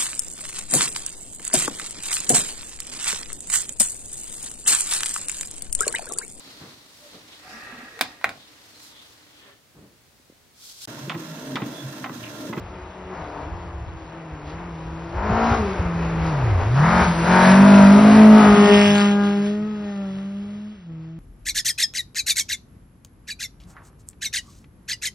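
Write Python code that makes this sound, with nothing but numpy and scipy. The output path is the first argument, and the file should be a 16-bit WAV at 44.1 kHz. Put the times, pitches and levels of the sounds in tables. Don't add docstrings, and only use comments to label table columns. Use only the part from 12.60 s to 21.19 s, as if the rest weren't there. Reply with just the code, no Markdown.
import sys
import numpy as np
from scipy import signal
from scipy.fft import rfft, irfft, next_fast_len
from scipy.io import wavfile
from scipy.ndimage import uniform_filter1d, map_coordinates

SR = 44100
rng = np.random.default_rng(int(sys.argv[2]) if len(sys.argv) > 2 else 0)


def ratio_of_db(decibels):
    return 10 ** (np.asarray(decibels, float) / 20)


def to_wav(sig):
    pcm = np.clip(np.atleast_2d(sig), -1, 1) * 32767
    pcm = np.round(pcm).astype(np.int16)
    wavfile.write(sys.argv[1], SR, pcm.T)


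N = 378814
MS = np.arange(0, N / SR + .002, .001)

# [time_s, firing_hz]
SPEED = [(0.0, 179.1), (0.5, 186.6), (1.48, 160.1), (1.58, 165.7), (1.86, 146), (2.52, 168.6),
         (3.68, 162.6), (3.99, 83.8), (4.25, 159.1), (4.6, 164.2), (5.05, 202.1), (5.26, 197.2),
         (5.61, 216.8), (5.92, 205.5), (6.8, 202.3), (7.09, 213.1), (7.51, 192.1), (8.59, 226.7)]
# [start_s, end_s, change_hz, lag_s]
SURGES = [
    (0.557, 0.86, -33, 0.039),
    (1.876, 2.067, 24, 0.073),
    (2.53, 2.964, 69, 0.14),
    (4.237, 4.435, 21, 0.068),
    (8.146, 8.993, -62.5, 0.081),
    (4.645, 4.757, 6.5, 0.029),
    (4.855, 5.055, -2, 0.046),
    (5.305, 5.444, 4, 0.068),
    (5.678, 5.803, 2.5, 0.033),
]


def engine_speed():
    pushes = sum(change * lagged(start, end, lag, lag) for start, end, change, lag in SURGES)
    return curves(SPEED)[0] + smooth(pushes)


# [start_s, end_s, extra_roar_db]
THROTTLE = [(0.484, 0.835, 8), (0.718, 0.857, 3), (0.887, 1.055, 5), (1.855, 2.036, 3), (2.523, 2.95, 10.5),
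            (2.803, 2.974, -1.5), (3.59, 3.911, 5), (3.966, 4.028, 11.5), (4.125, 4.426, 9.5),
            (4.636, 4.896, 5), (4.7, 4.78, 2), (4.939, 5.251, 2), (5.276, 5.68, 0.5), (5.704, 5.861, 4)]


def throttle():
    open_lag_s, close_lag_s = 0.033, 0.036
    return smooth(sum(db * lagged(start, end, open_lag_s, close_lag_s) for start, end, db in THROTTLE))


# [multiple_of_cycle_rate, level_db]
INTAKE_ORDERS = [(6, -28), (7, -20), (9, -23), (10, -27), (11, -19), (12, -17), (13, -17), (14, -19),
                 (15, -27), (16, -25), (17, -19), (18, -27),
                 (19, -20)] + [(k, -24 + 4 * (k % 4 == 0) - .45 * (k - 20)) for k in range(20, 56)]
# [time_s, low_hz, middle_hz, high_hz, tilt_db_per_octave]
AIRBOX = [(0.67, 707, 857, 1000, -1.5), (1.93, 777, 994, 1200, -3.5), (2.62, 816, 920, 1400, -1),
          (2.78, 832, 926, 1350, -3.5), (2.92, 843, 965, 1300, -2), (3.75, 833, 990, 1300, 1.5),
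          (4.2, 690, 970, 1200, 12), (4.36, 690, 900, 1330, 3.5), (4.68, 702, 970, 1450, 3.5),
          (4.78, 695, 934, 1520, 5), (4.9, 663, 1130, 1800, 4), (5.05, 637, 980, 1400, 0),
          (5.25, 677, 896, 1450, 2), (5.45, 642, 900, 1150, -2), (5.62, 663, 726, 910, 1),
          (5.75, 630, 820, 1250, -2), (5.87, 834, 1037, 1260, 2)]
# [freq_hz, level_db]
HISS = [(260, -48), (450, -32.5), (673, -6.5), (778, -7.5), (941, -2.5), (1470, -12), (3360, -36),
        (5500, -36), (6500, -49), (8450, -57.5), (14300, -120)]
# [time_s, level_db]
SHADE = [(6.1, -1.5), (7.0, -19.5), (8.3, -37.5)]


def intake(firing_hz, firings, near_db, open_db):
    coast_db, lines_db, air_db = -5, 3.5, -17
    roar_db = coast_db + LOW_SHARE * near_db + open_db + curves(SHADE)[0]
    *box_hz, tilt_db = curves(AIRBOX)
    start = rng.uniform(0, 2 * np.pi, len(INTAKE_ORDERS))
    lines = shapes(INTAKE_ORDERS, firing_hz / 4, start, box_hz, tilt_db,
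                   peak_db=6, scatter_db=1.5, drift=.1, rate=8)
    past = np.clip((np.arange(N) / SR - 5.55) / 0.047, 0, 1)
    five_db = curves(EXHAUST)[0] - 7 - 8 * past
    beat_db = five_db + 1 + np.clip(1.5 * (roar_db + 23), -20, 0)
    beat = ratio_of_db(beat_db) * (np.cos(2.5 * np.pi * firings) + ratio_of_db(-8) * np.cos(1.5 * np.pi * firings + 2))
    veil_db = np.clip(roar_db + 24.5, -9, 0)
    valves = ratio_of_db(1.2 * np.cos(2 * np.pi * firings) + 1.5 * np.cos(np.pi / 2 * firings))
    air = coloured(valves * rng.standard_normal(N), HISS)
    return beat + ratio_of_db(roar_db + lines_db + veil_db) * lines + ratio_of_db(roar_db + air_db - veil_db) * air


SKEW = -.9
# [time_s, tone_db, octave_over_tone_db]
EXHAUST = [(0.0, -54, -2.5), (0.5, -44.5, -2), (1.3, -48.5, -4.5), (2.05, -38, -9.5), (2.52, -38.5, -6),
           (2.85, -23.5, -13.5), (3.2, -27, -22.5), (3.7, -25, -13.5), (3.92, -19, -62.5), (4.2, -16, -26),
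           (4.65, -20.5, -26.5), (5.0, -10.5, -23), (5.7, -9.5, -21), (5.95, -9.5, -11.5),
           (6.8, -21, -11.5), (7.15, -28, -14.5), (8.08, -33, -27.5), (8.59, -38.5, -19.5)]
# [time_s, depth_db, half_length_s]
FADES = [(0.685, -9, 0.064), (1.412, -4, 0.078), (2.56, -6.5, 0.059), (2.965, -18, 0.017),
         (3.145, -7.5, 0.09), (4.06, -6, 0.061), (4.335, -5, 0.064), (4.449, -21, 0.018),
         (4.554, -4.5, 0.061), (4.667, -9, 0.011), (5.965, -15.5, 0.013), (6.091, -11.5, 0.018),
         (5.25, -1, 0.067), (5.798, -6.5, 0.035), (6.036, -2.5, 0.015), (6.168, 1, 0.034),
         (6.401, -0.5, 0.1), (8.197, -12, 0.073)]
# [time_s, octave_db, half_length_s]
STEEPER = [
    (3.07, 11.5, 0.11),
    (4.6, 13, 0.025),
    (4.765, 13.5, 0.069),
    (6.12, 4, 0.065),
    (6.403, -4.5, 0.28),
]
# [time_s, db_under_tone]
LUMP = [(5.9, -29), (6.15, -28), (7.2, -23.5), (7.6, -34.5), (8.59, -23)]
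# [time_s, level_db]
SHIFT = [
    (8.09, 3),
    (8.15, 1),
    (8.26, -6.5),
    (8.3, 10),
]


def firing_tone(firings, near_db, behind):
    tone_db, steep_db = curves(EXHAUST)
    faded_db = tone_db + bumps(FADES)
    far = np.clip((-45 - near_db) / 10, 0, 1) * (1 - behind)
    flutter_db = -3.5 * far * wobble(26.28)
    octave_db = tone_db + steep_db + bumps(STEEPER) + curves(SHIFT)[0] + flutter_db
    main = ratio_of_db(faded_db + np.tanh(wobble(24))) * np.cos(2 * np.pi * firings)
    octave = ratio_of_db(octave_db + 1.2 * wobble(30)) * np.cos(4 * np.pi * firings + SKEW)
    shaft = wobble(25) * np.cos(np.pi * firings) + 1.1 * wobble(25) * np.cos(1.5 * np.pi * firings)
    lump = wobble(30) * np.cos(3 * np.pi * firings) + 0.27 * wobble(30) * np.cos(1.5 * np.pi * firings)
    rough = ratio_of_db(faded_db - 24.0) * shaft + ratio_of_db(faded_db + curves(LUMP)[0]) * lump
    return np.sqrt(2) * (main + octave + rough)


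# [time_s, bark_db, crack_db]
TAILPIPE = [(5.3, -88.5, -54.5), (5.6, -38.5, -42), (5.82, -24.5, -36), (5.95, -24.5, -34.5),
            (6.1, -20, -25), (6.18, -18.5, -23.5), (6.25, -24, -22), (6.33, -25, -24), (6.42, -23, -23),
            (6.5, -24, -34), (6.57, -27, -44), (6.72, -29.5, -44.5), (6.9, -46.5, -48), (7.05, -41.5, -55),
            (7.2, -46, -58), (7.4, -43, -58), (7.7, -55.5, -63.5), (8.59, -74, -73)]
# [multiple_of_firing_rate, level_db]
BARK = [(k, -13 - 6 * np.log2(k / 3) - 2 * max(k - 13, 0)) for k in range(1, 25)]
# [time_s, peak_hz]
PULSE_PEAK = [(5.8, 1310), (5.95, 2050), (6.05, 1870), (6.13, 1850), (6.19, 1670), (6.38, 1630), (6.45, 1100),
              (6.52, 1625), (6.62, 1460), (6.75, 1590), (6.9, 1790), (7.1, 1270), (7.3, 1740), (7.5, 1250)]
# [freq_hz, level_db]
CRACK = [(710, -51.5), (1200, -6.5), (1700, -3), (2530, -7), (3600, -9.5), (5650, -11.5), (6610, -25),
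         (11300, -24.5), (12500, -50.5), (16200, -81.5), (22000, -120)]
# [time_s, level_db]
THIRD = [(5.6, -85), (5.75, -45), (5.95, -37), (6.1, -28), (6.3, -31), (6.5, -41.5), (6.75, -41),
         (6.95, -43), (7.12, -57), (7.25, -45), (7.45, -47.5), (7.7, -56.5), (8.1, -64), (8.59, -78)]
# [time_s, delay_ms, share]
ROAD = [(5.8, .3, 0.33), (5.98, 0.33, 0.5), (6.08, 0.4, 0.53), (6.14, 0.35, 0.96), (6.2, 0.39, 0.79),
        (6.32, .35, .85), (6.4, 0.23, 0.18), (6.5, .33, 0.38), (6.6, 0.14, 0.5), (6.8, 0.43, 0.27)]
# [time_s, delay_ms, share]
GROUND = [(5.8, 1.1, .2), (6.2, 0.74, 0.11), (6.4, 1.4, .3), (6.52, 2.45, 0.34), (6.7, 2.45, 0.34),
          (6.9, 1.5, .5), (7.1, 1.55, 0.88), (7.6, 1.56, .6)]


def tailpipe(firing_hz, firings):
    bark_db, crack_db = curves(TAILPIPE)
    dull_db = -3 + 0.14 * bark_db
    upper = BARK[3:]
    notch = np.maximum(SKEW * (np.arange(len(upper)) + 3), -np.pi)
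    pulse = shapes(upper, firing_hz, notch, curves(PULSE_PEAK), dull_db,
                   peak_db=10, scatter_db=2, drift=.3, rate=14)
    crest = np.cos(2 * np.pi * firings) - 1
    burst = (.2 + np.exp(3 * crest)) * ratio_of_db(1.5 * wobble(150))
    edge = np.exp(150 * crest) * ratio_of_db(2 * wobble(60))
    front = ratio_of_db(1) * unit(edge) / np.sqrt(5)
    crack = ratio_of_db(crack_db - 9.5) * coloured(unit(burst * rng.standard_normal(N)) - front, CRACK)
    shot = ratio_of_db(bark_db - 1.5) * pulse + crack
    high = filtered(shot, lambda hz: hz ** 4 / (hz ** 4 + 800 ** 4))
    third_db = curves(THIRD)[0] + wobble(20)
    third = np.sqrt(2) * ratio_of_db(third_db) * np.cos(6 * np.pi * firings + 2 * SKEW)
    return ratio_of_db(curves(SHIFT)[0]) * (shot + third + echo(high, ROAD) + echo(high, GROUND))


def echo(x, rows):
    late_ms, share = curves(rows)
    late = map_coordinates(x, [np.arange(N) - late_ms * SR / 1000], order=1)
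    return np.clip(share, 0, 1) * late


LOW_SHARE = 0.66
# [freq_hz, level_db]
ROAR = [(59, -46), (100, -5), (167, 3), (242, -3), (326, 1), (560, -2.5), (1210, -5.5), (2460, -14),
        (3000, -23), (3900, -82.5), (6600, -120)]
# [freq_hz, level_db]
SPRAY = [(880, -12.5), (1500, -5), (5530, -16.5), (6430, -24), (6780, -41), (6960, -90), (7740, -53.5),
         (8240, -17), (9410, -21), (11500, -26.5), (12500, -73.5), (16200, -105), (22000, -120)]
# [time_s, spray_db, extra_top_db, half_length_s]
SHOWERS = [(0.75, -3, 5, .12), (1.9, 7.5, -3, 0.045), (2.62, -4.5, -6, .08), (2.85, 4.5, -5.5, 0.14),
           (3.3, -3.5, -1, 0.49), (4.4, 2.9, 0.5, 0.17), (4.6, -1.2, 3, 0.064), (5.05, -1.5, 1, 0.31),
           (5.7, 0.2, 1, 0.078), (6.2, 1.5, -0.5, 0.086), (6.5, 3, -1.5, 0.056), (6.59, -3, 0, 0.023),
           (6.66, 2, -1, 0.024), (6.78, 0, 4, 0.024), (6.87, 5, 2, 0.043), (7.9, 3.2, 7, 0.55)]


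def gravel(near_db, open_db, behind):
    spin_db = 0.61 * open_db
    spray_db = near_db + spin_db
    roar_db = -9 + LOW_SHARE * spray_db - 9 * behind
    shower_db = spray_db + bumps(SHOWERS)
    roar = coloured(ratio_of_db(1.8 * wobble(12)) * rng.standard_normal(N), ROAR)
    grains = coloured(rng.standard_normal(N) * ratio_of_db(1.5 * wobble(600) + 1.3 * wobble(9)), SPRAY)
    fizz = filtered(grains, lambda hz: hz > 7400)
    fizz_db = 0.32 * (shower_db + 14.5) - 0.46 * spin_db + bumps(SHOWERS, column=2)
    return ratio_of_db(roar_db + 2.0) * roar + ratio_of_db(shower_db - 1.0) * (grains - fizz + ratio_of_db(fizz_db) * fizz)


# [freq_hz, t60_s]
WOOD = [(150, 0.62), (1000, 0.32), (4000, 0.02), (10000, 0.36)]


def forest(x):
    hz, t, z = signal.stft(rng.standard_normal((2, SR // 2)), SR, nperseg=256)
    tail = signal.istft(z * ratio_of_db(-60 * t / along(WOOD, hz)[:, None]), SR, nperseg=256)[1]
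    tail = tail / np.linalg.norm(tail[0])
    late = np.pad(x, (1300, 0))[:N]
    feed = filtered(late, lambda hz: hz ** 2 / (hz ** 2 + 350 ** 2))
    alike, apart = signal.fftconvolve(feed[None], tail, axes=1)[:, :N]
    apart = filtered(apart, lambda hz: hz ** 2 / (hz ** 2 + 2000 ** 2))
    return ratio_of_db(-5.5) * alike, ratio_of_db(-4) * apart * np.array([[1], [-1]])


# [time_s, thump_db, half_length_s]
GUSTS = [(0.05, -42, 0.26), (0.628, -36.5, 0.036), (0.8, -48, .08), (0.43, -44, 0.052),
         (0.997, -34.5, 0.16), (1.196, -36, 0.19), (2.52, -35, 0.068), (5.724, -53, 0.043),
         (8.169, -49, 0.023), (1.745, -35, 0.03), (1.965, -38, 0.15), (2.312, -40.5, .15),
         (2.754, -28.5, 0.13), (3.004, -32, 0.045), (3.203, -31, 0.047), (3.484, -32.5, 0.34),
         (3.989, -31, 0.1), (4.5, -30.5, 0.81), (4.986, -33.5, 0.056), (5.348, -46, 0.15),
         (5.824, -39.5, 0.12), (6.159, -41, 0.048), (6.796, -58, 0.28), (7.604, -56.5, 0.98)]
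# [freq_hz, level_db]
THUMP = [(12, -57), (20, -18), (47, 2), (70, 9), (130, -4), (140, -18), (180, -24.5), (310, -120)]


def wind():
    lull_db = -62
    power = ratio_of_db(2 * lull_db) + sum(ratio_of_db(2 * db) * bell(s, half) for s, db, half in GUSTS)
    thump_db = smooth(10 * np.log10(power))
    lumps = ratio_of_db(3 * wobble(12))
    both, apart = (coloured(lumps * rng.standard_normal(N), THUMP) for _ in range(2))
    return ratio_of_db(thump_db + .1) * (both + ratio_of_db(-18.5) * apart * np.array([[1], [-1]]))


# [time_s, peak_db, pitch_hz]
SLAPS = [
    (2.696, -9.5, 121.9),
    (2.68, -7, 196),
    (2.736, -15, 104.4),
    (2.894, -3, 92.9),
    (3.001, -10, 72.6),
    (3.176, -4, 79.2),
    (3.238, -9, 75.4),
    (3.346, -32, 64.3),
]


def slaps():
    t = np.arange(N) / SR
    out = np.zeros(N)
    for start, db, hz in SLAPS:
        swell = np.exp(-((t - start - .025) / 0.0083) ** 2)
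        out += ratio_of_db(db - 9.5) * swell * np.sin(2 * np.pi * hz * (t - start))
    return out


# [freq_hz, left_over_right_db]
LEAN = [
    [(200, -1), (350, -2.5), (600, 8.5), (1150, 5.5), (1700, -0.5), (2400, 1), (3400, -1.5), (4400, -4), (5600, 2.5)],
    [(200, 0.0), (350, 2), (630, 6.5), (1050, 8.5), (1600, 3), (2400, 3.5), (3500, -5), (4500, -0.5), (5600, 3)],
]
# [freq_hz, left_leads_rad]
LEAD = [
    [(0, 0), (2330, -0.0), (2670, 1.2), (3010, -1.4), (3530, -0.1), (4220, 0.6), (5250, -0.1), (5600, 0.3), (6460, 3.1), (8270, 3.2), (8790, 4.0), (9040, 5.8), (9300, 6.3), (12300, 6.3)],
    [(0, 0), (860, 0.1), (1210, -0.3), (2330, 0.2), (3100, -2.4), (3530, -4.6), (3880, -5.7), (4820, -6.3), (5600, -6.1), (6370, -3.2), (8610, -3.1), (9130, -0.0), (11600, 0.0), (12300, -0.2)],
]


def ports(x, side):
    def pair(hz):
        half = np.array([[.5], [-.5]])
        both = ratio_of_db(half * along(LEAN[side], hz)) * np.exp(1j * half * along(LEAD[side], hz))
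        mean = both.mean(0)
        return both * np.conj(mean) / np.abs(mean) / np.maximum(np.abs(mean), .38)
    return filtered(x, pair)


def unit(x):
    return x / np.sqrt(np.mean(x ** 2) + 1e-20)


def along(points, hz):
    f, v = np.transpose(points)
    return np.interp(np.log(hz + 1), np.log(f + 1), v)


def curves(rows):
    s, *cols = np.transpose(rows)
    return [np.interp(np.arange(N) / SR, s, c) for c in cols]


def wobble(rate):
    return map_coordinates(rng.standard_normal(int(N * rate / SR) + 4), [np.arange(N) * rate / SR])


def filtered(x, response):
    m = next_fast_len(N + 8192)
    return irfft(rfft(x, m) * response(np.fft.rfftfreq(m, 1 / SR)), m)[..., :N]


def coloured(x, spectrum):
    return unit(filtered(x, lambda hz: ratio_of_db(along(spectrum, hz))))


def shapes(orders, rate_hz, start, peaks_hz, tilt_db, peak_db, scatter_db, drift, rate):
    k, db = np.transpose(orders)
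    at = np.minimum(np.arange(int(N * rate / SR) + 4) * SR // rate, N - 1).astype(int)
    octaves = np.log2(np.outer(rate_hz[at], k) / np.array(peaks_hz)[:, at, None])
    chance = rng.standard_normal((2, len(at), len(k)))
    colour_db = peak_db * np.exp(-(octaves / 0.2) ** 2).max(0) + tilt_db[at, None] * octaves.mean(0)
    size = ratio_of_db(db + colour_db + scatter_db * chance[0])
    lines = np.zeros((len(at), 257), complex)
    lines[:, np.round(k).astype(int)] = size * np.exp(1j * (start + drift * chance[1]))
    waves = irfft(lines, axis=1)
    turns = np.cumsum(rate_hz) / SR
    place = [np.arange(N) * rate / SR, turns % 1 * 512]
    return unit(map_coordinates(waves, place, order=1, mode="grid-wrap"))


def lagged(start, end, rise, fall):
    risen = 1 - np.exp(-np.clip(MS - start, 0, end - start) / rise)
    return risen * np.exp(-np.maximum(MS - end, 0) / fall)


def bell(s, half):
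    return np.exp(-((MS - s) / half) ** 2)


def bumps(rows, column=1):
    return smooth(sum(row[column] * bell(row[0], row[-1]) for row in rows))


def smooth(control):
    return np.interp(np.arange(N) / SR, MS, control)


def skipped(x, dropped, size):
    hz, t, z = signal.stft(x, SR, nperseg=1024)
    chance = uniform_filter1d(rng.standard_normal((len(hz) // size + 1, len(t))), 4, axis=1)
    rank = chance.argsort(1).argsort(1) / len(t)
    rank = np.repeat(rank, size, axis=0)[:len(hz)]
    return signal.istft(z * (rank >= along(dropped, hz)[:, None]), SR, nperseg=1024)[1][:N]


# [time_s, coasting_spray_db]
NEAR = [(0.0, -56), (1.5, -57.5), (1.85, -56.5), (2.4, -53), (2.7, -47.5), (2.8, -45), (3.0, -40),
        (4.1, -44.5), (4.5, -36), (4.9, -29), (6.15, -29.5), (6.3, -33), (6.75, -42), (7.05, -51),
        (7.55, -53.5), (8.59, -68.5)]
# [time_s, share_behind]
TURN = [
    (5.8, 0),
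    (6.2, 1),
]


def scene():
    firing_hz = engine_speed()
    firings = np.cumsum(firing_hz) / SR
    open_db = throttle()
    near_db, = curves(NEAR)
    behind, = curves(TURN)
    tyres = gravel(near_db, open_db, behind)
    front = intake(firing_hz, firings, near_db, open_db) + (1 - behind) * tyres
    rear = firing_tone(firings, near_db, behind) + tailpipe(firing_hz, firings) + behind * tyres
    alike, apart = forest(front + ratio_of_db(-8 * behind) * rear)
    direct = ports(front + (1 - behind) * alike, 0) + ports(rear + behind * alike, 1)
    return direct + apart + wind() + slaps()


def top_cut(x):
    return signal.sosfilt(signal.butter(12, 12720, fs=SR, output="sos"), x)


# [freq_hz, share_of_frames]
DROPPED = [(6000, 0), (6300, .3), (6600, .97), (6800, 1), (7700, 1), (8100, .9), (8300, .5), (8700, .4),
           (9000, .18), (11000, .16), (11500, .35), (11800, 1)]
# [freq_hz, share_of_frames]
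SIDE_DROPPED = [(200, .65), (340, .5), (420, .05), (600, 0), (1500, .03), (2300, .2), (2800, 0), (4000, .2),
                (4700, .3), (5100, .8), (5600, .8), (5900, 0)]
# [freq_hz, level_db]
SUM_GAP = [(6300, 1), (6750, -24), (7850, -40.5), (8350, 1)]
# [freq_hz, level_db]
SIDE_GAP = [(150, 6), (350, 2.5), (500, -1.8), (2400, 4.8), (3300, 0.5), (4500, 6.5), (5300, 0.5),
            (5900, -2.5), (7000, 5.5), (8000, 1.5), (8800, -3), (9450, -8), (9600, -32)]
# [time_s, share]
KEPT = [(6.185, 0), (6.195, .25), (6.205, 0), (6.26, 0), (6.27, .6), (6.285, 0), (6.335, 0), (6.35, 1),
        (6.39, 1), (6.405, 0)]


def record(dry):
    left, right = dry / (1 + np.abs(dry / .9) ** 6) ** (1 / 6)
    both = skipped(left + right, DROPPED, size=5)
    apart = skipped(left - right, SIDE_DROPPED, size=7)
    gaps = lambda hz: ratio_of_db([along(SUM_GAP, hz), along(SIDE_GAP, hz)])
    mid, side = filtered(np.array([both, apart]) / 2, gaps)
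    lost = filtered((left + right) / 2 - mid, lambda hz: (hz > 6350) & (hz < 8600))
    mid = mid + 3 * curves(KEPT)[0] * lost
    return top_cut(np.array([mid + side, mid - side]))


dry = scene()
out = record(dry)
to_wav(out)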